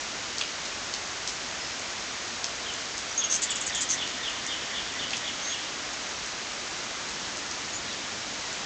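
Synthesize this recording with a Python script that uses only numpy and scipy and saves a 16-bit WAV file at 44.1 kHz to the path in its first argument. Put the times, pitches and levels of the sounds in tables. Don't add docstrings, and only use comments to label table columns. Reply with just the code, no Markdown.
import sys
import numpy as np
from scipy import signal
from scipy.fft import rfft, irfft
from scipy.io import wavfile

SR = 44100
rng = np.random.default_rng(int(sys.argv[2]) if len(sys.argv) > 2 else 0)


def log_audio(samples):
    frames = np.atleast_2d(samples).T
    limited = np.clip(frames, -1, 1)
    pcm = np.round(limited * 32767).astype(np.int16)
    wavfile.write(sys.argv[1], SR, pcm)


N = 381465
TIME_S = np.arange(N) / SR


def undb(db):
    return 10 ** (np.asarray(db) / 20)


def unit(x):
    return x / np.sqrt(np.mean(x ** 2))


def add(track, start_s, sound):
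    i = int(start_s * SR)
    track[i:i + len(sound)] += sound[:N - i]


def wander(n, rate_hz):
    knots = rng.standard_normal(int(n * rate_hz / SR) + 3)
    return unit(np.interp(np.arange(n) * rate_hz / SR, np.arange(len(knots)), knots))


def colour(x, points):
    hz, db = np.transpose(points)
    bins_hz = np.maximum(np.fft.rfftfreq(N, 1 / SR), 1)
    return irfft(rfft(x) * undb(np.interp(np.log(bins_hz), np.log(hz), db)), N)


def resonate(x, hz, q):
    return signal.lfilter(*signal.iirpeak(min(hz, SR / 3), max(q, .5), fs=SR), x)


def reverb(x, t60_s):
    tail = rng.standard_normal(SR) * np.exp(-np.log(1000) * TIME_S[:SR] / t60_s)
    return signal.fftconvolve(x, tail / np.linalg.norm(tail))[:N]


def rain(level_db=-34.5, patter_db=-11, size_spread_db=4, swell_db=.03, hits_per_s=90):
    # frequency in Hz, relative spectral density in dB.
    hiss_spectrum = [(15, -30.5), (28, -13), (54, -4), (170, -6.5), (245, -1.5), (480, -3), (660, -0.4),
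                     (850, -1.77), (1400, -0.3), (2100, -0.84), (2700, -2.5), (5100, -3), (7000, -3),
                     (10000, -15.5)]
    hiss = unit(colour(rng.standard_normal(N), hiss_spectrum))
    patter = np.zeros(N)
    for leaf_hz in np.geomspace(2500, 7000, 6):
        hits = rng.random(N) < hits_per_s / SR
        sizes = undb(size_spread_db * np.minimum(rng.exponential(size=N), 3))
        patter += resonate(hits * sizes * rng.choice([-1, 1], N), leaf_hz, q=5)
    return (hiss + undb(patter_db) * unit(patter)) * undb(level_db + swell_db * wander(N, 4.4))


def note(length_s, contour_hz, rasp, edge=.14, droop=0, shake_hz=1000, hiss=.7):
    progress = np.linspace(0, 1, int(length_s * SR))
    knots = np.linspace(0, 1, len(contour_hz))
    hz = np.polyval(np.polyfit(knots, contour_hz, len(knots) - 1), progress)
    pressure = np.sin(np.pi / 2 * np.clip(np.minimum(progress, 1 - progress) / edge, 0, 1))
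    hz = hz * (1 - droop * (1 - pressure)) + rasp * shake_hz * wander(len(hz), 2200)
    strength = pressure * (1 + .5 * rasp * wander(len(hz), 900))
    air = unit(resonate(rng.standard_normal(len(hz)), .88 * np.mean(contour_hz), q=1.1))
    return strength * np.sin(2 * np.pi * np.cumsum(hz) / SR) + hiss * rasp * pressure * air


def song(opening_s=3.19, repeat_s=3.472, period_s=.2525, peak_s=4.1, fade_db_per_s2=1.3):
    slur_hz, lead_in_hz = (3560, 3420, 3157, 2784), (1779, 1931, 2330)
    slur_db, lead_in_db, lead_s = -30.6, -35.5, .056
    out = np.zeros(N)
    phrases_s = repeat_s + period_s * np.arange(9)
    effort_db = lambda s: -fade_db_per_s2 * (s - peak_s) ** 2
    for s in (opening_s, *phrases_s):
        add(out, s, undb(slur_db + effort_db(s)) * note(.06, slur_hz, rasp=.19, edge=.073))
    for s in phrases_s:
        add(out, s - lead_s, undb(lead_in_db + effort_db(s)) * note(.046, lead_in_hz, rasp=.1, edge=.2))
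    return out


def songbirds(direct_db=-6, scatter_db=-4, woods_db=-3, near_wall_s=.03, far_wall_s=.115):
    # start in seconds, length in seconds, start and end pitch in Hz, source level in dB.
    far_calls = [(1.605, .022, 5050, 5200, -33.5), (2.655, .06, 3290, 2840, -36),
                 (7.87, 0.028, 4200, 3600, -36)]
    source = song()
    for start_s, length_s, start_hz, end_hz, db in far_calls:
        add(source, start_s, undb(db) * note(length_s, (start_hz, end_hz), rasp=.1))
    heard = undb(direct_db) * source + undb(scatter_db) * reverb(source, t60_s=.28)
    heard += undb(woods_db) * reverb(source, t60_s=1.5)
    add(heard, near_wall_s, undb(-8) * source)
    add(heard, far_wall_s, undb(-10) * reverb(source, t60_s=.2))
    return heard


def wing_hum(beat_hz, waver=.035, flutter_db=2.5):
    # frequency in Hz, relative level of a harmonic there in dB.
    wing_spectrum = [(50, -18), (100, -7), (140, -2.5), (200, -2), (260, -.5), (340, -2.5), (600, -14.5)]
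    hz, db = np.transpose(wing_spectrum)
    phase = 2 * np.pi * np.cumsum(beat_hz * (1 + waver * wander(N, 12))) / SR
    beats = np.zeros(N)
    for k in range(1, 9):
        gain = undb(np.interp(k * np.mean(beat_hz), hz, db))
        beats += gain * np.sin(k * phase + rng.uniform(0, 2 * np.pi))
    return unit(beats * undb(flutter_db * wander(N, 8)))


def wings(hover_db=-64, hover_hz=49, slowing=.09):
    # nearest moment in seconds, -3 dB half-width in seconds, beat in Hz, peak level in dB.
    swoops = [(3.4, .15, 52, -56), (4.1, 0.2, 45, -52), (5.05, .12, 51, -49.5), (7.2, 0.2, 49, -54),
              (7.7, .2, 53, -50), (8.4, .3, 52, -54)]
    out = undb(hover_db) * wing_hum(hover_hz)
    for nearest_s, width_s, beat_hz, db in swoops:
        along = (TIME_S - nearest_s) / width_s
        distance = np.hypot(1, along)
        out += undb(db) / distance * wing_hum(beat_hz * (1 - slowing * along / distance))
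    return out


def smack(hz, db, spray_db=-15, spray_t60_s=.3, q=2.3, contact_s=.0018, t60_cycles=65):
    t = TIME_S[:SR // 5]
    impact, spray = rng.standard_normal((2, len(t)))
    ring = np.exp(-np.log(1000) * np.maximum(t - contact_s, 0) * hz / t60_cycles)
    impact = unit(resonate(impact, hz, q)) * ring
    spray = unit(resonate(spray ** 3, hz, q)) * np.exp(-np.log(1000) * t / spray_t60_s)
    low_cut = signal.butter(2, min(.4 * hz, SR / 4), "high", fs=SR)
    return undb(db) * signal.lfilter(*low_cut, impact + undb(spray_db) * spray)


def drips(light_count=18, light_hz=6400, spread_octaves=.2, light_db=-31, spread_db=1.5):
    # start in seconds, impact level in dB, centre frequency in Hz.
    near_drips = [(.3826, -24.5, 5700), (.4119, -20, 2900), (.938, -24, 4700), (1.275, -23, 5900),
                  (2.4423, -22.5, 5000), (2.979, -27, 6440), (4.075, -25.5, 6500), (4.4653, -25.5, 6600),
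                  (5.106, -27.5, 5700), (5.133, -24.5, 2940), (5.168, -25, 6000), (7.5117, -28, 5700)]
    out = np.zeros(N)
    for start_s, db, hz in near_drips:
        add(out, start_s, smack(hz, db))
    for k in range(light_count):
        start_s = (k + rng.random()) / light_count * TIME_S[-1]
        pitch, size = rng.standard_normal(2)
        add(out, start_s, smack(light_hz * 2 ** (spread_octaves * pitch), light_db + spread_db * size))
    return out


def hummingbird_notes(peep_arch=.06, rasp_hz=7250, whistle_rise=.035):
    # start in seconds, length in seconds, top pitch in Hz, level in dB.
    peeps = [(3.111, .009, 6000, -33), (3.176, .023, 6660, -19.5), (3.238, .014, 6630, -22)]
    # start in seconds, length in seconds, level in dB.
    rasps = [(3.417, .028, -20.5), (3.747, .014, -25.5), (3.805, .032, -22)]
    # start in seconds, length in seconds, middle pitch in Hz, level in dB.
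    whistles = [(3.773, .022, 6750, -28.5), (5.412, .13, 6430, -35.5), (7.729, .048, 6830, -32)]
    out = np.zeros(N)
    for start_s, length_s, hz, db in peeps:
        end_hz = hz * (1 - peep_arch)
        peep = note(length_s, (end_hz, hz, end_hz), rasp=.05, edge=.18, droop=.12)
        add(out, start_s, undb(db) * peep)
    for start_s, length_s, db in rasps:
        rasp = note(length_s, (rasp_hz, rasp_hz), rasp=.66, edge=.22, droop=.05, hiss=.57)
        add(out, start_s, undb(db) * rasp)
    for start_s, length_s, hz, db in whistles:
        rising_hz = (hz * (1 - whistle_rise), hz, hz * (1 + whistle_rise))
        add(out, start_s, undb(db) * note(length_s, rising_hz, rasp=.17, edge=.15, droop=.045))
    return out


def hummingbird_chips(snap_db=-6):
    # start in seconds, dive length in seconds, level in dB.
    chips = [(3.5, .014, -20), (3.552, .012, -23), (3.607, .012, -22), (3.661, .013, -21.5)]
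    out = np.zeros(N)
    for start_s, length_s, db in chips:
        dive = note(length_s, (8300, 7400, 6000), rasp=.1, edge=.43)
        snap = note(.0072, (8200, 7300, 6300), rasp=.8, edge=.3)
        add(out, start_s, undb(db) * np.concatenate([dive, undb(snap_db) * snap]))
    return out


def hummingbird_buzzes(squeak_db=-.5, pitch_sag=.03):
    # start in seconds, length in seconds, start pitch in Hz, pulse rate in Hz, top level in dB.
    buzzes = [(3.2977, .066, 6500, 83, -17.5), (3.889, .05, 6440, 84, -18.3)]
    out = np.zeros(N)
    for start_s, length_s, start_hz, pulse_hz, db in buzzes:
        for t in np.arange(0, length_s, 1 / pulse_hz):
            effort_db = np.interp(t / length_s, (0, .25, 1), (-7, 0, -6))
            hz = start_hz * (1 - pitch_sag * t / length_s)
            pip = note(.53 / pulse_hz, (hz, hz), rasp=.064, edge=.43, droop=.2)
            squeak = note(.43 / pulse_hz, (hz * 1.1, hz * 1.2, hz * 1.2), rasp=.87, edge=.51)
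            add(out, start_s + t, undb(db + effort_db) * np.concatenate([pip, undb(squeak_db) * squeak]))
    return out


def porch(x, tail_db=-13, t60_s=.086):
    # delay in seconds, gain in dB.
    echoes = [(.0095, -7), (0.0157, -13), (0.024, -12)]
    out = x + undb(tail_db) * reverb(x, t60_s)
    for delay_s, db in echoes:
        add(out, delay_s, undb(db) * x)
    return out


def scene():
    background = rain()
    squabble = hummingbird_notes() + hummingbird_chips() + hummingbird_buzzes()
    mono = background + porch(squabble + drips()) + wings() + songbirds()
    return np.array([mono, mono])


def record(dry, cutoff_hz=9000):
    # frequency in Hz, gain in dB.
    mic_response = [(20, 0.5), (6600, 0), (7300, -3), (8000, -7.5), (8700, -18.5), (9200, -36.5)]
    low_pass = signal.ellip(10, .2, 80, cutoff_hz, fs=SR, output="sos")
    return signal.sosfilt(low_pass, colour(dry, mic_response))


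dry = scene()
out = record(dry)
log_audio(out)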